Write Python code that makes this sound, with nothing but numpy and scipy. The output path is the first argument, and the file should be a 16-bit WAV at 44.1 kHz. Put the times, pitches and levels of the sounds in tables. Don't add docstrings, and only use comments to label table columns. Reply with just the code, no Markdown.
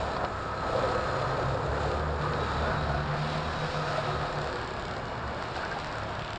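import sys
import numpy as np
from scipy import signal
from scipy.fft import rfft, irfft
from scipy.io import wavfile
from scipy.ndimage import uniform_filter1d

SR = 44100
rng = np.random.default_rng(int(sys.argv[2]) if len(sys.argv) > 2 else 0)


def wav_out(sig):
    wavfile.write(sys.argv[1], SR, np.round(np.clip(np.atleast_2d(sig).T, -1, 1) * 32767).astype(np.int16))


def amplitude_ratio(level_db):
    exponent = np.asarray(level_db, float) / 20
    return 10 ** exponent


N = 281358
ABREAST_S, TURN_S = 2.8, 0.51

# t/s, lug rate f/Hz, level/dB, second multiple against the first/dB
TRACK_DRUMMING = [(0, 68.2, -34, -19), (.3, 65.8, -40, -19), (.78, 63.9, -32.5, 1), (1.3, 67.6, -32, 2),
                  (1.5, 68.1, -33, 5), (1.65, 69.6, -46, 2), (1.76, 69.8, -34, -7), (2.05, 74.7, -31.5, 4),
                  (2.4, 72.24, -36, 2), (2.63, 75.3, -35, -12), (2.76, 74.9, -34, 12),
                  (2.95, 71.2, -28, -7), (3.1, 73.85, -36, -2), (3.32, 76.4, -29.5, 6),
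                  (3.64, 76.5, -34.5, 14), (4.36, 71.9, -40.5, 16), (4.47, 71.74, -41, -4),
                  (6.38, 70.7, -42, 0)]
# t/s, drive-line effort level/dB, thrown snow level/dB
EFFORT_AND_SNOW = [(0, -33.5, -45), (.25, -34.5, -49), (.33, -41, -50.5), (.6, -35.5, -48),
                   (.78, -31.5, -44.5), (1.45, -32.5, -46), (1.62, -34.5, -48.5), (1.95, -31.5, -45),
                   (2.07, -35.5, -49.5), (2.27, -33.5, -46), (2.72, -32.5, -44.5), (3.05, -36.5, -46.5),
                   (3.34, -34.5, -42), (3.43, -36.5, -45), (3.9, -34.5, -42.5), (5.2, -38, -53),
                   (5.63, -36.5, -47), (6.38, -42, -53.5)]
# f/Hz, density/dB per Hz
SNOW_COLOUR = [(1120, -25.5), (1900, -1.5), (2110, -2), (2410, 2.5), (3090, -1.5), (3760, 1.5), (4240, 0.5),
               (5130, -4.5), (6300, -17), (8190, -43), (13900, -120)]


def noise():
    return rng.standard_normal(N)


def unit(x):
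    return x / np.sqrt(np.mean(x ** 2))


def peak_one(x):
    return x / np.abs(x).max()


def curves(table):
    s, *columns = np.transpose(table)
    return [np.interp(np.arange(N) / SR, s, c) for c in columns]


def colour(x, points):
    size = 8192
    hz, db = np.transpose(points)
    bin_hz = np.arange(size // 2 + 1) * SR / size
    log_gain = np.log(amplitude_ratio(np.interp(np.log(bin_hz + 1), np.log(hz), db)))
    cepstrum = irfft(log_gain)
    cepstrum[1:size // 2] *= 2
    cepstrum[size // 2 + 1:] = 0
    response = irfft(np.exp(rfft(cepstrum)))
    return signal.fftconvolve(x, response)[:len(x)]


def ring(x, hz, width_hz):
    peak = signal.iirpeak(hz, hz / width_hz, SR)
    return signal.lfilter(*peak, signal.lfilter(*peak, x))


def walk(rate):
    hold = int(SR / rate)
    steps = np.repeat(rng.standard_normal(N // hold + 1), hold)
    return unit(uniform_filter1d(uniform_filter1d(steps, hold), hold)[:N])


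def grains(rate, spread_db):
    hit = rng.random(N) < rate / SR
    return noise() * hit * amplitude_ratio(spread_db * np.minimum(rng.exponential(size=N), 3.5))


def burst(chance, decay_s):
    t = np.arange(len(chance)) / SR
    return chance * np.exp(-t / decay_s) * (1 - np.exp(-4 * t / decay_s))


def layer_db(usual_db, per_effort, per_snow, abreast_db, behind_db):
    effort_db, snow_db = curves(EFFORT_AND_SNOW)
    swing = np.tanh((np.arange(N) / SR - ABREAST_S) / TURN_S)
    work_db = per_effort * (effort_db + 36) + per_snow * (snow_db + 47)
    return usual_db + work_db + abreast_db * (1 - swing ** 2) + behind_db * (1 + swing) / 2


def road_rumble():
    # f/Hz, density/dB per Hz
    rumble_colour = [(12, -27), (20, 0), (124, 3.5), (188, 0.5), (304, -5.5), (380, 0), (490, -30),
                     (840, -120)]
    db = layer_db(-41, per_effort=.28, per_snow=.06, abreast_db=4, behind_db=-.5)
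    return amplitude_ratio(db + 0.44 * walk(3.9)) * unit(colour(noise(), rumble_colour))


def traffic():
    db = layer_db(-63, per_effort=-1.5, per_snow=.55, abreast_db=-1, behind_db=9.5)
    return amplitude_ratio(db + 0.44 * walk(2.7)) * unit(ring(noise(), 2430, width_hz=2000))


def plume():
    centre_s, length_s, level_db = 3.75, .3, -53
    swell = np.exp(-((np.arange(N) / SR - centre_s) / length_s) ** 2)
    return amplitude_ratio(level_db + 1.0 * walk(16)) * swell * unit(ring(noise(), 5000, width_hz=2400))


def whines():
    whine_notes = [(0, .95, 725, 722, -45.5), (.2, 1.3, 648, 652, -47), (.45, 1.05, 1485, 1500, -52),
                   (2.55, 3.05, 1440, 1475, -43.5), (2.2, 2.37, 1165, 1185, -43),
                   (.85, 1.02, 1090, 1120, -46), (.45, .7, 1130, 1110, -48), (3.1, 3.4, 1770, 1770, -52),
                   (3.2, 3.75, 1003, 995, -46.5), (3.5, 4, 1555, 1535, -51), (4.07, 4.2, 376, 378, -42),
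                   (4.38, 4.63, 364, 368, -43), (4.63, 4.8, 372, 374, -48), (4.5, 4.95, 1670, 1660, -53),
                   (4.7, 5.35, 1175, 1155, -51), (.55, 1.2, 4110, 4170, -56), (1.2, 1.5, 4170, 4200, -61),
                   (.7, 1.3, 3350, 3470, -63), (2.35, 2.61, 3800, 3900, -51.5),
                   (2.59, 3.03, 3870, 3900, -53), (3.26, 3.38, 3900, 3860, -53),
                   (3.42, 3.68, 3880, 3860, -52), (3.7, 4.35, 3860, 3780, -56.5),
                   (4.4, 4.75, 4390, 4380, -58.5), (4.5, 5.95, 2910, 2880, -60),
                   (4.9, 5.7, 4310, 4340, -63), (0, .2, 4060, 4050, -59), (2.45, 2.72, 3640, 3600, -55),
                   (2.78, 2.98, 4180, 4260, -55), (3, 3.8, 4300, 4200, -61), (4.7, 5.45, 5010, 5000, -68),
                   (4.5, 6.2, 2250, 2240, -60)]
    out, t = 0, np.arange(N) / SR
    for start, end, first_hz, last_hz, db in whine_notes:
        hz = np.interp(t, (start, end), (first_hz, last_hz)) * (1 + .0065 * walk(60))
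        fade = np.clip(np.minimum(t - start, end - t) / 0.025, 0, 1)
        broken = .8 + .26 * walk(25)
        out = out + fade * amplitude_ratio(db) * broken * np.sqrt(2) * np.sin(2 * np.pi * np.cumsum(hz) / SR)
    return out


def engine():
    # t/s, firing rate f/Hz, level/dB
    firing = [(0, 101.4, -42), (.45, 101.7, -49.5), (.8, 103.6, -47.5), (1.3, 106.1, -44.5),
              (1.7, 107, -43), (2.2, 112.1, -52), (2.6, 111, -42), (2.85, 110, -55), (3.5, 112.2, -63),
              (4.1, 110.6, -40.5), (4.3, 108.6, -56), (4.5, 111, -52), (5.55, 117.3, -45.5),
              (5.7, 110.5, -70), (6, 105.3, -44.5), (6.38, 108.3, -46)]
    hz, db = curves(firing)
    turn = 2 * np.pi * np.cumsum(hz * (1 + 0.0077 * walk(17))) / SR
    return amplitude_ratio(db + 1.5 * walk(15)) * np.sqrt(2) * (np.sin(turn) + amplitude_ratio(-20) * np.sin(2 * turn))


def body(broad, grain_db):
    shake = noise() + amplitude_ratio(grain_db) * unit(grains(900, 1.6))
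    return unit(colour(shake, broad) * amplitude_ratio(1.03 * walk(18)))


def rattle():
    # f/Hz, density/dB per Hz
    low_body = [(150, -29), (260, -6), (373, -4.5), (434, 1.5), (508, 1), (563, 1.5), (633, 1), (803, -4.5),
                (1000, -5), (1300, -19.5), (2200, -120)]
    # f/Hz, density/dB per Hz
    high_body = [(470, -23), (800, -1.5), (1100, -1.5), (1270, -1.5), (1370, -1), (1760, -6.5),
                 (2050, -16.5), (2300, -20.5), (2990, -32.5), (5060, -120)]
    low_db = layer_db(-38.5, per_effort=1.19, per_snow=-.35, abreast_db=-.7, behind_db=-2)
    high_db = layer_db(-37.5, per_effort=.32, per_snow=.21, abreast_db=.15, behind_db=.24)
    return amplitude_ratio(low_db) * body(low_body, -7) + amplitude_ratio(high_db) * body(high_body, -8)


def panel(hz, width_hz, share, drift):
    passed = (1 + np.tanh((np.arange(N) / SR - ABREAST_S - TURN_S) / TURN_S)) / 2
    gear_hz = hz * drift * (1 - .022 * passed)
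    wavering_hz = gear_hz + .3 * width_hz * walk(60)
    note = np.sqrt(2) * np.sin(2 * np.pi * np.cumsum(wavering_hz) / SR)
    return np.sqrt(share) * note + np.sqrt(1 - share) * unit(ring(noise(), hz, 1.6 * width_hz))


def panels():
    # group (0 floor pan, 1 cab, 2 bed), f/Hz, width/Hz, level/dB
    resonances = [
        (0, 380, 40, -12),
        (0, 495, 30, -8),
        (0, 520, 25, -5),
        (1, 645, 30, -8.5),
        (1, 720, 36, -8),
        (2, 1235, 35, -13),
        (2, 1292, 30, -6.5),
    ]
    # group, start t/s, end t/s, level/dB
    spells = [(0, .7, .98, -37.5), (0, .98, 1.25, -41), (0, 1.25, 1.6, -42), (0, 1.75, 2.02, -38.5),
              (0, 2.02, 2.45, -42), (0, 2.6, 3.5, -45), (0, 3.6, 4.62, -41), (1, 0, .28, -42),
              (1, .72, .97, -36), (1, .97, 1.55, -40), (1, 1.8, 2.05, -39), (1, 2.56, 2.8, -34),
              (1, 2.8, 3.03, -36), (1, 3.15, 3.4, -38), (1, 3.4, 3.75, -42), (1, 3.75, 4.5, -37.5),
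              (1, 4.6, 6.38, -44), (2, 0, .3, -41), (2, .3, 1.35, -35.5), (2, 1.35, 1.67, -38),
              (2, 1.9, 2.06, -36), (2, 2.22, 2.56, -36.5), (2, 2.56, 3.02, -41), (2, 3.76, 4.3, -38)]
    # t/s, floor pan share, bed share
    gear_drift = [(.8, 1, 1), (.95, 1, .978), (1.35, 1, .97), (1.48, 1.01, 1.008), (1.65, 1, 1),
                  (1.92, 1.01, .955), (2.05, .97, .96), (2.25, .96, .965), (2.4, .935, .995),
                  (2.6, 1, 1.008), (3.05, 1, 1.01)]
    fade_s, resting_db = 0.046, -53.5
    t, groups = np.arange(N) / SR, np.full((3, N), amplitude_ratio(resting_db))
    for group, start, end, db in spells:
        fade = np.clip(np.minimum(t - start, end - t) / fade_s + .5, 0, 1)
        groups[int(round(group))] += amplitude_ratio(db) * fade
    floor_pan, bed = curves(gear_drift)
    drift = (floor_pan, 1, bed)
    tone_share = (.65, .7, .92)
    out = 0
    for group, hz, width_hz, db in resonances:
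        group = int(round(group))
        gain = groups[group] * amplitude_ratio(db + .7 * walk(5))
        out = out + gain * panel(hz, width_hz, tone_share[group], drift[group])
    return out


def jolts():
    # t/s, peak level/dB, ring f/Hz
    ruts = [(0.692, -25.5, 521), (0.748, -19.5, 527), (0.834, -19.5, 529), (0.892, -21, 637),
            (0.955, -24.5, 500), (1.066, -23, 535), (1.152, -22, 517), (1.212, -23, 616), (1.348, -24, 514),
            (1.546, -21.5, 524), (1.674, -26, 645), (1.726, -27, 498), (1.793, -25, 498), (1.856, -27, 524),
            (1.906, -27, 523), (2.29, -31, 490), (2.385, -34, 470), (2.414, -26, 415), (2.601, -24, 591),
            (2.631, -30, 546), (2.673, -23, 509), (2.78, -27, 768), (2.896, -23, 637), (2.942, -23.5, 690),
            (2.982, -29, 735), (3.136, -25, 704), (3.253, -31, 619), (3.935, -22.5, 615), (3.979, -20, 636),
            (4.087, -26, 708), (5.556, -31, 1553), (5.571, -29, 788), (5.586, -31, 1598),
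            (5.631, -24, 1497), (5.652, -32, 1560), (5.714, -26, 1600), (5.764, -27, 791)]
    out, t = np.zeros(N), np.arange(4000) / SR
    rise_s, decay_s, trim_db = .003, .011, -7
    shape = peak_one(np.exp(-t / decay_s) * (1 - np.exp(-t / rise_s)))
    for (s, db, hz), chance in zip(ruts, rng.standard_normal((len(ruts), len(t)))):
        rough = .35 * unit(ring(chance, hz, 250))
        at = int(s * SR)
        out[at:at + len(t)] += amplitude_ratio(db + trim_db) * shape * (np.sin(2 * np.pi * hz * t) + rough)
    return out


def knocks():
    # t/s, peak level/dB, ring f/Hz
    thuds = [(.1635, -24, 800), (0.1667, -17, 1040), (0.213, -20, 1000), (0.2414, -11.5, 690),
             (0.247, -21, 600), (5.425, -25, 1400), (5.548, -32, 1400), (5.56, -31, 1600),
             (5.732, -24, 1200), (5.585, -27, 1300), (5.61, -28, 1500), (5.675, -27, 1300),
             (5.632, -22, 1530), (5.645, -26, 1300), (5.66, -22, 1490), (5.718, -25, 1500)]
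    out, t = np.zeros(N), np.arange(2000) / SR
    shape = (t / 0.00087) * np.exp(1 - t / 0.00063)
    for s, db, hz in thuds:
        at = int(s * SR)
        out[at:at + len(t)] += amplitude_ratio(db) * np.sin(2 * np.pi * hz * t) * shape
    return out


def clods():
    # t/s, peak level/dB
    splashes = [(.164, -30), (.2465, -26), (.772, -33), (.83, -33), (.887, -32), (2.22, -33), (2.2485, -34),
                (2.28, -35), (2.3044, -37), (2.3326, -28), (2.36, -35), (2.41, -33), (2.4412, -32),
                (5.545, -38), (5.5594, -32), (5.575, -32), (5.62, -36), (5.655, -36), (5.74, -35)]
    out, size = np.zeros(N), 2000
    for (s, db), chance in zip(splashes, rng.standard_normal((len(splashes), size))):
        at = int(s * SR)
        out[at:at + size] += amplitude_ratio(db - 3) * peak_one(colour(burst(chance, .005), SNOW_COLOUR))
    return out


def spray():
    # f/Hz, density/dB per Hz
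    fine_colour = [(4500, -36.5), (6300, -9), (6800, -7), (7400, -6.5), (8050, -13), (8700, -7),
                   (9400, -28), (11000, -65.5)]
    # f/Hz, density/dB per Hz
    finest_colour = [(7000, -30), (8050, -7), (8700, -1), (9150, -1.5), (9450, -26), (11000, -66)]
    lug_hz, coarse_db = curves(TRACK_DRUMMING)[0], curves(EFFORT_AND_SNOW)[1] - .7
    fine_db = layer_db(-59, per_effort=0, per_snow=.82, abreast_db=-1, behind_db=-3.5)
    finest_db = layer_db(-62.5, per_effort=-.04, per_snow=1.3, abreast_db=-1.5, behind_db=-1.5)
    turn = np.cumsum(lug_hz) / SR / 2 % 1
    back_shown_s = 4.3
    depth = np.clip(.3 + .3 * walk(2), 0, 2) * (np.arange(N) < back_shown_s * SR)
    pulse = (1 + depth * np.exp(-turn / .13)) / (1 + .15 * depth)
    hiss = (noise() + amplitude_ratio(-7) * unit(grains(800, 1.8))) * pulse
    hiss = hiss * amplitude_ratio(.55 * walk(10) + .6 * walk(25))
    coarse = amplitude_ratio(coarse_db) * unit(colour(hiss, SNOW_COLOUR))
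    fine = amplitude_ratio(fine_db + .6 * walk(9)) * unit(colour(hiss, fine_colour))
    finest = amplitude_ratio(finest_db) * unit(colour(hiss, finest_colour))
    return coarse + fine + finest


def slap_times():
    # t/s, snap level/dB, top level/dB
    first_run = [(4.3134, -41, -49), (4.3266, -34, -42), (4.3574, -35, -58), (4.3854, -31, -45),
                 (4.4154, -31, -41), (4.4428, -33, -46), (4.4727, -33, -41), (4.4994, -37, -48),
                 (4.5276, -32, -43), (4.557, -32, -45), (4.5865, -38, -47), (4.6144, -36, -45),
                 (4.6458, -36, -45), (4.6748, -34, -39), (4.7067, -37, -46), (4.7354, -38, -45),
                 (4.7654, -38, -54), (4.796, -36, -43), (4.8234, -36, -45), (4.8524, -31, -39),
                 (4.8813, -33, -42), (4.9107, -32, -42), (4.9374, -37, -48), (4.9656, -32, -45)]
    # t/s, snap level/dB, top level/dB
    lone = [(5.0545, -34, -54), (5.082, -40, -59), (5.1533, -40, -53), (5.178, -40, -64),
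            (5.2773, -36, -49), (5.346, -41, -62), (5.3769, -44, -61), (5.4238, -34, -45),
            (5.437, -44, -46), (5.461, -44, -56), (5.484, -42, -49), (5.536, -40, -60), (5.555, -37, -53),
            (5.565, -32, -46), (5.629, -43, -49), (5.6498, -34, -48), (5.6787, -40, -48),
            (5.7135, -34, -50), (5.726, -38, -47), (5.7877, -33, -47), (5.799, -34, -42),
            (5.8448, -32, -49), (5.87, -35, -49), (5.915, -39, -58), (5.9256, -35, -48), (5.9548, -38, -43),
            (5.9825, -35, -40), (6.0339, -37, -47), (6.071, -43, -58), (6.092, -37, -48), (6.107, -43, -48),
            (6.152, -33, -54)]
    # t/s, snap level/dB, top level/dB
    last_run = [
        (6.1933, -32, -46),
        (6.2208, -33, -48),
        (6.2467, -32, -46),
        (6.2781, -35, -57),
        (6.3046, -31, -44),
        (6.332, -28, -46),
        (6.3584, -30, -47),
    ]
    return np.vstack([first_run, lone, last_run])


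def slaps():
    # t/s, snap f/Hz, smack level against the snap/dB
    slap_colour = [
        (4.3, 3600, -6),
        (4.9, 3600, -6),
        (5.1, 3600, -3),
        (5.5, 4500, -4),
        (5.95, 4600, -6),
        (6.2, 2900, -9),
    ]
    out, size = np.zeros(N), 600
    rows, (when, *colours) = slap_times(), np.transpose(slap_colour)
    for (s, db, top_db), chance in zip(rows, rng.standard_normal((len(rows), size))):
        puff = signal.unit_impulse(size) + .16 * burst(chance, .0018)
        snap_hz, smack_db = (np.interp(s, when, c) for c in colours)
        snap = peak_one(ring(puff, snap_hz, 2500))
        top = peak_one(ring(puff, 7000, 1300))
        finest = peak_one(ring(puff, 9100, 900))
        smack = peak_one(ring(puff, 1800, 1200))
        at = int((s + .0006) * SR)
        out[at:at + size] += amplitude_ratio(db + 3.5) * (snap + amplitude_ratio(smack_db + 2 * chance[1]) * smack)
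        out[at:at + size] += amplitude_ratio(top_db) * (top + amplitude_ratio(-6) * finest)
    next_lug = int(SR / 70)
    follower = np.roll(out, next_lug) * (np.arange(N) > next_lug)
    return out + amplitude_ratio(-10 + 2 * walk(40)) * follower


def tracks():
    # multiple of the lug rate, centre t/s, length/s, level/dB
    throbs = [(1, 1.53, .07, -37), (1, 1.71, .08, -33), (1, 1.8, .2, -36), (1, 1.98, .14, -34),
              (1, 2.12, .24, -35), (1, 2.32, .08, -33), (1, 2.45, .12, -37), (1, 2.64, .1, -30),
              (1, 2.86, .07, -32), (1, 2.94, .09, -29), (1, 3.03, .1, -36), (1, 3.51, .18, -39),
              (1, 4.18, .07, -38), (1, 4.47, .06, -41), (1, 5.27, .08, -38), (2, 1.3, .12, -37),
              (2, 1.48, .11, -32), (2, 1.66, .06, -36), (2, 1.75, .07, -35), (2, 1.86, .1, -37),
              (2, 2.07, .14, -37), (2, 2.23, .07, -33), (2, 2.29, .07, -35), (2, 2.38, .1, -38),
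              (2, 2.6, .06, -37), (2, 2.68, .05, -37), (2, 2.78, .12, -33), (2, 2.91, .07, -34),
              (2, 3.02, .11, -33), (2, 3.12, .11, -34), (2, 3.25, .14, -30), (2, 3.35, .12, -31),
              (2, 3.49, .16, -39), (2, 3.65, .09, -34), (2, 3.79, .14, -34), (2, 3.9, .1, -33),
              (2, 4.13, .12, -36), (2, 4.03, .12, -37), (2, 4.23, .1, -36), (2, 4.39, .09, -37),
              (3, 2.5, .14, -44), (3, 2.7, .2, -42), (3, 2.8, .1, -42), (3, 3.25, .12, -43)]
    hz, db, second_db = curves(TRACK_DRUMMING)
    first_db = db + 0.5 - 10 * np.log10(1 + amplitude_ratio(2 * second_db))
    third_db = db + layer_db(-17, per_effort=0, per_snow=0, abreast_db=5, behind_db=3) - 2.5
    between_db = -7
    gains = amplitude_ratio(np.array([first_db + between_db, first_db + second_db + between_db, third_db]))
    for multiple, s, length, throb_db in throbs:
        row = int(round(multiple)) - 1
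        away = np.clip((np.arange(N) / SR - s) / length, -.75, .75)
        gains[row] = np.maximum(gains[row], amplitude_ratio(throb_db) * np.cos(away * np.pi / 1.5))
    out = 0
    for pair_db, slip in ((-1.5, .014), (-10.5, .05)):
        turn = 2 * np.pi * np.cumsum(hz * (1 + slip * walk(9))) / SR
        for k, gain in enumerate(gains):
            out = out + gain * amplitude_ratio(pair_db + 1.0 * walk(18)) * np.sqrt(2) * np.sin((k + 1) * turn)
    return out


def scene():
    background = road_rumble() + traffic() + plume()
    machinery = whines() + engine() + rattle() + panels()
    impacts = jolts() + knocks() + clods()
    return (background + machinery + impacts + spray() + slaps() + tracks())[None]


def low_pass(x):
    return signal.sosfilt(signal.butter(12, 9730, fs=SR, output="sos"), x)


def record(dry):
    housing = dry - .5 * signal.lfilter(*signal.iirpeak(6250, 7, SR), dry)
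    stop_fade_s = .008
    housing = housing * np.clip((N - 1 - np.arange(N)) / SR / stop_fade_s, 0, 1)
    top = signal.cheby2(8, 50, 9950, fs=SR, output="sos")
    return low_pass(signal.sosfilt(top, housing))


dry = scene()
out = record(dry)
wav_out(out)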